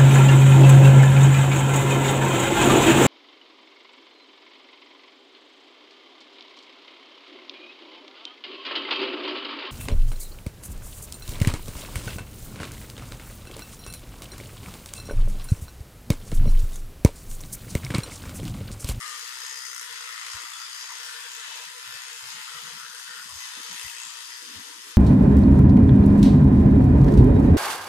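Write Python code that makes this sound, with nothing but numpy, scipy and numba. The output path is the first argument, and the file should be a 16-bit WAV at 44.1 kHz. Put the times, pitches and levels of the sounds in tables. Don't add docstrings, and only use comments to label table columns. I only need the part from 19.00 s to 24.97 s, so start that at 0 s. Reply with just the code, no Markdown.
import sys
import numpy as np
from scipy import signal
from scipy.fft import rfft, irfft, next_fast_len
from scipy.io import wavfile
from scipy.ndimage import uniform_filter1d, map_coordinates
from numba import njit

SR = 44100
rng = np.random.default_rng(int(sys.argv[2]) if len(sys.argv) > 2 else 0)


def field_ratio(decibels):
    return 10 ** (np.asarray(decibels, dtype=float) / 20)


def master_out(mix):
    frames = np.transpose(np.atleast_2d(mix))
    ceiling = np.clip(frames, -1, 1)
    pcm = np.round(ceiling * 32767).astype(np.int16)
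    wavfile.write(sys.argv[1], SR, pcm)


N = 263277


def unit(x):
    return x / np.sqrt(np.mean(x ** 2) + 1e-20)


def along(points, hz):
    f, v = np.transpose(points)
    return np.interp(np.log(hz + 1), np.log(f + 1), v)


def curves(rows):
    s, *cols = np.transpose(rows)
    return [np.interp(np.arange(N) / SR, s, c) for c in cols]


def wobble(rate):
    return map_coordinates(rng.standard_normal(int(N * rate / SR) + 4), [np.arange(N) * rate / SR])


def filtered(x, response):
    m = next_fast_len(N + 8192)
    return irfft(rfft(x, m) * response(np.fft.rfftfreq(m, 1 / SR)), m)[..., :N]


@njit
def two_pole(x, pull, keep):
    y = np.zeros(len(x))
    for n in range(2, len(x)):
        y[n] = x[n] - x[n - 2] + pull[n] * y[n - 1] - keep * y[n - 2]
    return y


def ring(x, hz, width_hz):
    r = np.exp(-np.pi * width_hz / SR)
    return unit(two_pole(x, 2 * r * np.cos(2 * np.pi * hz / SR), r * r))


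def clacks(rate, lean_db):
    clack_db, scatter_db = 12.5, 1.4
    decay_s, late_s = 0.0017, .00017
    first_swing = .33
    half_swings = 2 * (first_swing + np.cumsum(rate) / SR)
    k = np.floor(half_swings).astype(int)
    luck = rng.standard_normal((k[-1] + 1, 2))
    since = (half_swings - k) / (2 * rate) - late_s * np.abs(luck[k, 1])
    size = field_ratio(clack_db + scatter_db * luck[k, 0] + lean_db * (.5 - k % 2))
    return 1 + size * (since > 0) * np.exp(-np.abs(since) / decay_s)


def handle_body(drive, knock, level_db):
    # (frequency [Hz], relative level [dB])
    body_shape = [(330, -38.5), (560, -12.5), (700, -10.5), (850, -7.5), (930, 1.5), (1100, -5.5),
                  (1550, -1.5), (1680, -2.5), (2300, -4.5), (2620, 0.5), (2800, -6), (2960, 1.5),
                  (3450, 0.5), (4200, -3), (5400, -6), (7500, -9), (12000, -27)]
    body = unit(filtered(drive(0.6) + 0.26 * knock, lambda hz: field_ratio(along(body_shape, hz))))
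    return field_ratio(level_db + 3.0 + 1.6 * wobble(7.3)) * body


def handle_rings(drive, knock, rate, bare_db):
    # (time [s], level before trim [dB], pitch [Hz])
    shell_moves = [(0.0, -33, 6500), (0.01, -43.5, 6730), (0.66, -47.5, 6230), (0.78, -48.5, 6340),
                   (0.88, -56, 6550), (0.95, -42.5, 6300), (1.11, -47, 6370), (1.56, -44.5, 6700),
                   (1.93, -45.5, 6360), (2.13, -53.5, 6940), (2.31, -43, 6770), (2.96, -54, 6830),
                   (3.19, -44, 6850), (3.52, -47, 6970), (3.69, -49, 6250), (3.91, -45, 6070),
                   (4.11, -48, 6760), (4.42, -41.5, 6240), (4.51, -50.5, 6320), (5.12, -46, 6930),
                   (5.17, -45.5, 6400), (5.97, -55.5, 6580)]
    shell_db, shell_hz = curves(shell_moves)
    grip_db = 1.2
    whine_hz = 4950 + 14 * (rate - 62)
    whine = ring(drive(1.0) + 0.27 * knock, whine_hz, 350)
    whine = field_ratio(bare_db - 4.5 + grip_db * wobble(10)) * whine
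    shell = ring(drive(1.87) + knock, shell_hz, 940)
    shell = field_ratio(shell_db - 2 + grip_db * wobble(7.1)) * shell
    return whine + shell


def bristles(drive):
    # (time [s], level before trims [dB])
    scrub_moves = [(0.0, -43.5), (0.03, -49.5), (0.08, -49.5), (0.66, -52), (0.8, -50), (0.86, -51.5),
                   (1.96, -53), (2.01, -51), (2.04, -48.5), (2.28, -53), (3.62, -51), (3.82, -53.5),
                   (3.99, -50), (4.12, -52.5), (4.16, -50), (4.65, -52), (4.89, -47.5), (4.92, -53.5),
                   (5.02, -52.5), (5.92, -52.5), (5.95, -69), (5.97, -54)]
    # (frequency [Hz], relative level [dB])
    fizz_shape = [(3000, -29), (5500, 0), (7200, -5), (7700, -4.5), (8300, 1), (10000, -1.5), (12000, -3.5),
                  (13700, -12), (14400, -10.5), (15500, -31)]
    scrub_db, = curves(scrub_moves)
    response = lambda hz: field_ratio(along(fizz_shape, hz))
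    fizz = field_ratio(scrub_db + 4 + 0.69 * wobble(13)) * unit(filtered(drive(1.13), response))
    both_ports = np.array([drive(0.8), drive(0.88)])
    spray = field_ratio(scrub_db - 1.5) * unit(filtered(both_ports, response))
    return fizz, spray


def mouth(drive, knock):
    # (time [s], low resonance [Hz], level before trim [dB], high resonance over low [dB])
    mouth_shape = [(0, 1380, -48, 12), (.2, 1300, -53, 3), (.45, 1370, -52, 9), (.65, 1380, -51, 4),
                   (.85, 1470, -51, 3.5), (.98, 1410, -44.5, 0), (1.08, 1280, -40.5, 3),
                   (1.22, 1250, -43.5, 0), (1.38, 1230, -43, -3), (1.6, 1310, -50.5, 2),
                   (1.9, 1304, -54, 9), (2.1, 1530, -46, -9), (2.5, 1430, -55, 1), (2.95, 1480, -59, 6.5),
                   (3.35, 1370, -45, -3), (3.5, 1350, -48, -3), (3.66, 1390, -50, -10),
                   (3.76, 1390, -44, -12), (3.9, 1540, -49, -29), (4.17, 1410, -44, 1),
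                   (4.34, 945, -51.5, -22), (4.55, 1530, -70, 1), (4.78, 1460, -63, 20),
                   (4.9, 1300, -75, 16), (5.05, 1480, -76, -13), (5.3, 1440, -55, 13),
                   (5.5, 1480, -57, -21), (5.97, 1380, -90, -14)]
    # (time [s], pitch [Hz])
    upper_pitch = [(0.0, 1820), (0.83, 1830), (1.01, 2000), (2.11, 1800), (2.24, 1880), (2.56, 1720),
                   (2.71, 1980), (3.04, 1900), (3.08, 2080), (3.81, 1900), (3.91, 1820), (4.17, 1820),
                   (4.21, 1950), (4.7, 1730), (4.82, 2020), (5.4, 1870), (5.75, 1900), (5.97, 1840)]
    low_hz, low_db, tilt_db = curves(mouth_shape)
    high_hz, = curves(upper_pitch)
    lips_db, lips_hz = 1.4, 35
    low = ring(drive(1.44) + knock, low_hz + lips_hz * wobble(12), 220)
    low = field_ratio(lips_db * wobble(10)) * low
    high = ring(drive(1.1) + knock, high_hz, 380)
    high = field_ratio(tilt_db + lips_db * wobble(10)) * high
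    return field_ratio(low_db - 5.5) * (low + high)


def hollow(drive, knock):
    # (start [s], length [s], pitch
    # [Hz], width [Hz], relative level [dB])
    hollow_rings = [(-.06, .24, 1215, 45, -44), (.34, .375, 5030, 130, -45), (.72, .06, 4980, 150, -49),
                    (1.3, .12, 1400, 120, -47), (1.52, .14, 1360, 110, -48), (1.52, .05, 3450, 90, -45),
                    (1.61, .06, 3470, 110, -46), (1.665, .025, 3600, 120, -47),
                    (1.893, .035, 1000, 140, -43), (3.47, .03, 1400, 200, -48), (3.53, .06, 1280, 160, -46),
                    (3.65, .05, 1400, 350, -46.5), (3.79, .09, 1380, 300, -45), (3.86, .15, 1520, 220, -46),
                    (4.06, .09, 1520, 200, -46), (4.165, .07, 1450, 180, -44.5),
                    (4.08, .06, 1800, 200, -47), (4.29, .04, 1050, 150, -50), (4.76, .025, 1980, 150, -48),
                    (4.77, .035, 3300, 600, -43), (4.76, .07, 2700, 200, -48), (4.83, .035, 3150, 500, -46),
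                    (4.82, .085, 2020, 180, -47), (4.905, .07, 1870, 200, -47), (.43, .11, 6550, 400, -47),
                    (.69, .12, 6450, 450, -48), (4.97, .16, 7600, 700, -48), (5.25, .17, 4950, 150, -50),
                    (4.875, .03, 2500, 500, -46), (4.95, .12, 2600, 150, -49)]
    t, out = np.arange(N) / SR, np.zeros(N)
    for s, length, hz, width, db in hollow_rings:
        sway_hz = hz + .15 * width * wobble(15)
        tone = ring(drive + width / 1000 * knock, sway_hz, 1.4 * width)
        tone = ring(tone, sway_hz, 1.4 * width)
        strength = uniform_filter1d(tone ** 2, size=round(.02 * SR))
        even = np.sqrt(np.abs(strength) + .1)
        opening = np.sin(np.pi * np.clip((t - s) / length, 0, 1)) ** .35
        out += field_ratio(db) * opening * tone / even
    return out


def gears(rate):
    # (start [s], end [s], relative level [dB])
    gear_song = (1.95, 3.3, -55.5)
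    start, end, db = gear_song
    t = np.arange(N) / SR
    held = np.clip(np.minimum(t - start, end - t) / 0.053, 0, 1)
    turn = 2 * np.pi * np.cumsum(rate) / SR
    return held * field_ratio(db + 1.5 * wobble(5)) * (np.sin(28 * turn) + np.sin(26 * turn))


def brush():
    # (time [s], swing rate [swings/s])
    swing_rate = [(0, 59.9), (.2, 60.6), (.45, 64.7), (.66, 63.9), (.76, 61.4), (1, 61.2), (1.17, 56.5),
                  (1.42, 60), (1.9, 63.2), (2.07, 63.9), (2.3, 62), (2.62, 62.9), (2.9, 62.6), (3.14, 63.7),
                  (3.45, 62.6), (3.59, 59.6), (3.7, 61.5), (3.92, 60.1), (4.14, 63.9), (4.45, 60.4),
                  (4.6, 63.5), (4.78, 59.2), (5.13, 58), (5.3, 61.5), (5.5, 62), (5.8, 60.3), (5.97, 62.5)]
    # (time [s], level before trims [dB], bare handle over it before trim [dB],
    # forward reversal over backward one [dB])
    brush_hold = [(0, -43.5, -1.5, 8.5), (.35, -46.5, 2, 8), (.62, -51, 5.5, 13), (.8, -48.5, -4, 17),
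                  (.9, -45.5, 1, 5.5), (1.15, -47, 4, 9), (1.5, -47.5, 3.5, 9), (1.8, -45, 4, 7.5),
                  (2.15, -46, 1.5, 3), (2.4, -44.5, -6, 5.5), (2.8, -46, -2, 7), (3.12, -47, -2, 7.5),
                  (3.3, -44.5, 0, 5), (3.75, -46, -1, -5), (4.1, -47, 2.5, -3), (4.35, -47.5, 6.5, 5.5),
                  (4.55, -46.5, -3, 10), (4.84, -47.5, 2.5, 14), (5.05, -47, -1, 10), (5.33, -48.5, 5, 4),
                  (5.55, -47, -2, -3.5), (5.97, -48.5, -3, 5)]
    rate, = curves(swing_rate)
    level_db, bare_db, lean_db = curves(brush_hold)
    beat = clacks(rate, lean_db)
    flutter = field_ratio(0.13 * wobble(30))
    knock = 24 * np.maximum(np.diff(beat, prepend=1), 0)

    def drive(power):
        return beat ** power * flutter * rng.standard_normal(N)

    fizz, spray = bristles(drive)
    spread = handle_body(drive, knock, level_db) + fizz
    spread = spread + handle_rings(drive, knock, rate, level_db + bare_db)
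    rings = hollow(drive(0.71), knock)
    no_bass = lambda hz: 1 / (1 + (850 / (hz + 1)) ** 8)
    voiced = filtered(mouth(drive, knock) + field_ratio(-9) * rings, no_bass)
    straight = spray + field_ratio(-5) * rings
    return spread, voiced + gears(rate), straight


def paths(x, rows):
    total = np.sqrt(sum(g * g for _, g in rows))
    return filtered(x, lambda hz: sum(g * np.exp(-2j * np.pi * hz * ms / 1000) for ms, g in rows)) / total


def tiles(x, count):
    # (frequency [Hz], time to fall 60 dB [s])
    tile_decay = [(300, 0.81), (2000, 1), (10000, 0.5)]
    hop = N // count + 1
    hz, t, z = signal.stft(rng.standard_normal((count + 1, 2, SR // 2)), SR, nperseg=256)
    decay = field_ratio(-60 * t / along(tile_decay, hz)[:, None])
    tails = signal.istft(z * decay, SR, nperseg=256)[1]
    tails /= np.linalg.norm(tails, axis=2, keepdims=True)
    x, fade = np.pad(x, (hop + 130, 3 * hop)), np.sqrt(np.hanning(2 * hop))
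    out = np.zeros((2, len(x) + SR))
    for k, tail in enumerate(tails):
        faded = fade * x[k * hop:][:2 * hop]
        part = signal.fftconvolve(faded[None], tail, axes=1)
        out[:, k * hop:][:, :part.shape[1]] += part
    return out[:, hop:hop + N]


def patchy(x):
    # (frequency [Hz], rms depth [dB])
    patch_depth = [(600, .6), (1500, .8), (5000, .9), (9000, 1), (13000, 2.5)]
    hz, t, z = signal.stft(x, SR, nperseg=512)
    field = uniform_filter1d(rng.standard_normal(z.shape[1:]), size=6, axis=0)
    field = uniform_filter1d(field, size=7, axis=1)
    gain = field_ratio(along(patch_depth, hz)[:, None] * unit(field))
    return signal.istft(z * gain, SR, nperseg=512)[1][:, :N]


def hum():
    # (pitch [Hz], width of each resonance [Hz], relative level [dB])
    hum_tone = (480, 49, -66)
    # (start [s], length [s])
    hum_dips = [(0.449, 0.063), (0.624, 0.054), (0.748, 0.069), (.865, 0.028), (1.144, 0.11), (1.495, 0.17),
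                (1.698, 0.027), (1.77, .025), (1.865, 0.053), (2.274, .025), (2.424, 0.047), (2.51, .03),
                (2.647, 0.041), (2.866, 0.058), (3.406, 0.098), (4.027, 0.033), (4.292, 0.082),
                (4.387, 0.14), (4.9, .03), (5.1, 0.017), (5.247, 0.015), (5.309, .02)]
    hz, width, db = hum_tone
    t, pitch = np.arange(N) / SR, np.full(N, hz * 1.)
    dips = uniform_filter1d(sum(1. * (t > s) * (t < s + length) for s, length in hum_dips), size=400)
    tone = lambda: ring(ring(rng.standard_normal(N), pitch, width), pitch, width)
    shared = tone()
    lag_ms = 0.71
    late = filtered(shared, lambda f: np.exp(-2j * np.pi * f * lag_ms / 1000))
    pair = np.array([field_ratio(3.5) * shared, late]) + 0.33 * np.array([tone(), tone()])
    return field_ratio(db + 3.5 * wobble(18) - 19 * dips) * pair


def low_patches():
    # (start [s], level before trim [dB], pitch [Hz], length [s])
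    dull_patches = [(0.889, -65, 124, 0.064), (1.242, -65.5, 59.2, 0.062), (1.336, -49, 79.6, 0.048),
                    (1.427, -59.5, 317, 0.03), (2.047, -68, 60, 0.065), (2.456, -63.5, 319, 0.073),
                    (2.651, -68, 151, 0.052), (2.848, -59, 113, 0.085), (2.934, -62, 107, 0.037),
                    (3.199, -61, 109.4, 0.11), (3.316, -59.5, 157, 0.098), (3.537, -56, 129, 0.051),
                    (3.611, -55, 168, 0.1), (3.709, -57, 161, 0.079), (3.79, -61, 168, 0.074),
                    (3.875, -67, 187, 0.047), (4.073, -67.5, 157, 0.057), (4.15, -64.5, 200, 0.083),
                    (4.238, -55.5, 169, 0.047), (4.278, -52, 83.4, 0.11), (4.562, -52.5, 266, 0.056),
                    (4.682, -53, 191, 0.091), (4.832, -47.5, 82, 0.045), (4.888, -77, 40.6, 0.089),
                    (5.057, -57.5, 194, 0.026), (5.276, -59.5, 326, 0.052), (5.4, -55, 288, 0.11),
                    (5.466, -52, 271, 0.1), (5.538, -50, 236, 0.1), (5.546, -47.5, 74, 0.051),
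                    (5.644, -58, 288, 0.094), (5.736, -57.5, 290, 0.09), (5.829, -57.5, 318, 0.1),
                    (5.912, -71, 200, 0.11)]
    out, t = np.zeros((2, N + SR)), np.arange(SR // 2) / SR
    for s, db, hz, length in dull_patches:
        noise = rng.standard_normal((3, len(t)))
        band = signal.butter(2, [0.77 * hz, 1.29 * hz], "band", fs=SR, output="sos")
        dull = unit(signal.sosfilt(band, noise[0] + 0.58 * noise[1:]))
        envelope = np.sin(np.pi * np.clip(t / length, 0, 1)) ** .7
        out[:, round(s * SR):][:, :len(t)] += field_ratio(db - 4.0) * dull * envelope
    return out[:, :N]


def scene():
    # (delay [ms], relative gain)
    left_paths = [(0.135, 0.022), (1.303, -0.02), (2.904, 0.014)]
    right_paths = [(0, 0.88), (0.481, -0.14), (0.729, 0.69), (1.572, -0.27), (2.297, 0.13)]
    # (frequency [Hz], left over right [dB])
    port_balance = [(200, -2), (480, 1.5), (950, 3), (1200, 11), (1380, 1), (2000, 14.5), (2350, -8),
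                    (2660, 12.5), (3000, 4.5), (4400, 8.5), (5000, 6), (6570, 7.5), (8100, 6.5),
                    (11000, 4.5), (12400, -1), (15000, 1)]
    # (time [s], left over right [dB])
    head_turn = [(0.0, 7.5), (0.2, 4), (0.43, 4.5), (1.89, 3.5), (2.06, 4), (2.34, 3.5), (2.81, 2.5),
                 (3.69, 4.5), (3.91, 5), (4.49, 3), (5.1, 4.5), (5.97, 2.5)]
    spread, aimed, straight = brush()
    turn_db, = curves(head_turn)
    aimed_db = 3.5
    x = spread + field_ratio(aimed_db) * aimed
    near = np.array([field_ratio(-9.0) * paths(x, left_paths), field_ratio(-5.0) * paths(x, right_paths)])
    room = field_ratio(-3.5) * tiles(spread + field_ratio(-aimed_db) * aimed, count=24)
    sides = np.array([[.5], [-.5]])
    heard = filtered(near + straight + room, lambda hz: field_ratio(along(port_balance, hz) * sides))
    turned = field_ratio(1.67 + (turn_db - turn_db.mean()) * sides) * patchy(heard)
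    return turned + hum() + low_patches()


def faint_bands_emptied(x, ease_db, wander_db):
    # (frequency [Hz], level [dB])
    empty_level = [(100, -86.5), (390, -81), (480, -77.5), (600, -73), (730, -72.5), (820, -73.5),
                   (900, -85.5), (11000, -100), (12000, -88), (13000, -82.5), (13800, -83.5), (14500, -82),
                   (15500, -77)]
    window = np.sqrt(np.hanning(2049)[1:])
    lead = 221
    hz, t, z = signal.stft(np.pad(x, ((0, 0), (lead, 0))), SR, window, nperseg=2048)
    edges = np.r_[0:48:4, 48:512:16, 512:len(hz):32]
    width = np.diff(edges, append=len(hz))
    power = np.add.reduceat(np.abs(z) ** 2, edges, axis=1) / width[:, None]
    level_db = along(empty_level, hz[edges] + hz[width // 2])[:, None]
    heard = (power[:, :3] > field_ratio(2 * level_db[:3])).any(axis=0)
    bass = np.where(hz[edges, None] < 500, heard.any(axis=0), heard[0])
    wander = wander_db * uniform_filter1d(rng.standard_normal(len(t)), size=3)
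    keep = power > field_ratio(2 * (level_db - ease_db * bass + wander))
    z = z * np.repeat(keep, width, axis=1)
    return signal.istft(z, SR, window, nperseg=2048)[1][:, lead:lead + N]


def top_cut(x):
    return signal.sosfilt(signal.butter(12, 15710, fs=SR, output="sos"), x)


def record(dry):
    mix = faint_bands_emptied(dry, ease_db=8.5, wander_db=1.5)
    return top_cut(mix)


dry = scene()
out = record(dry)
master_out(out)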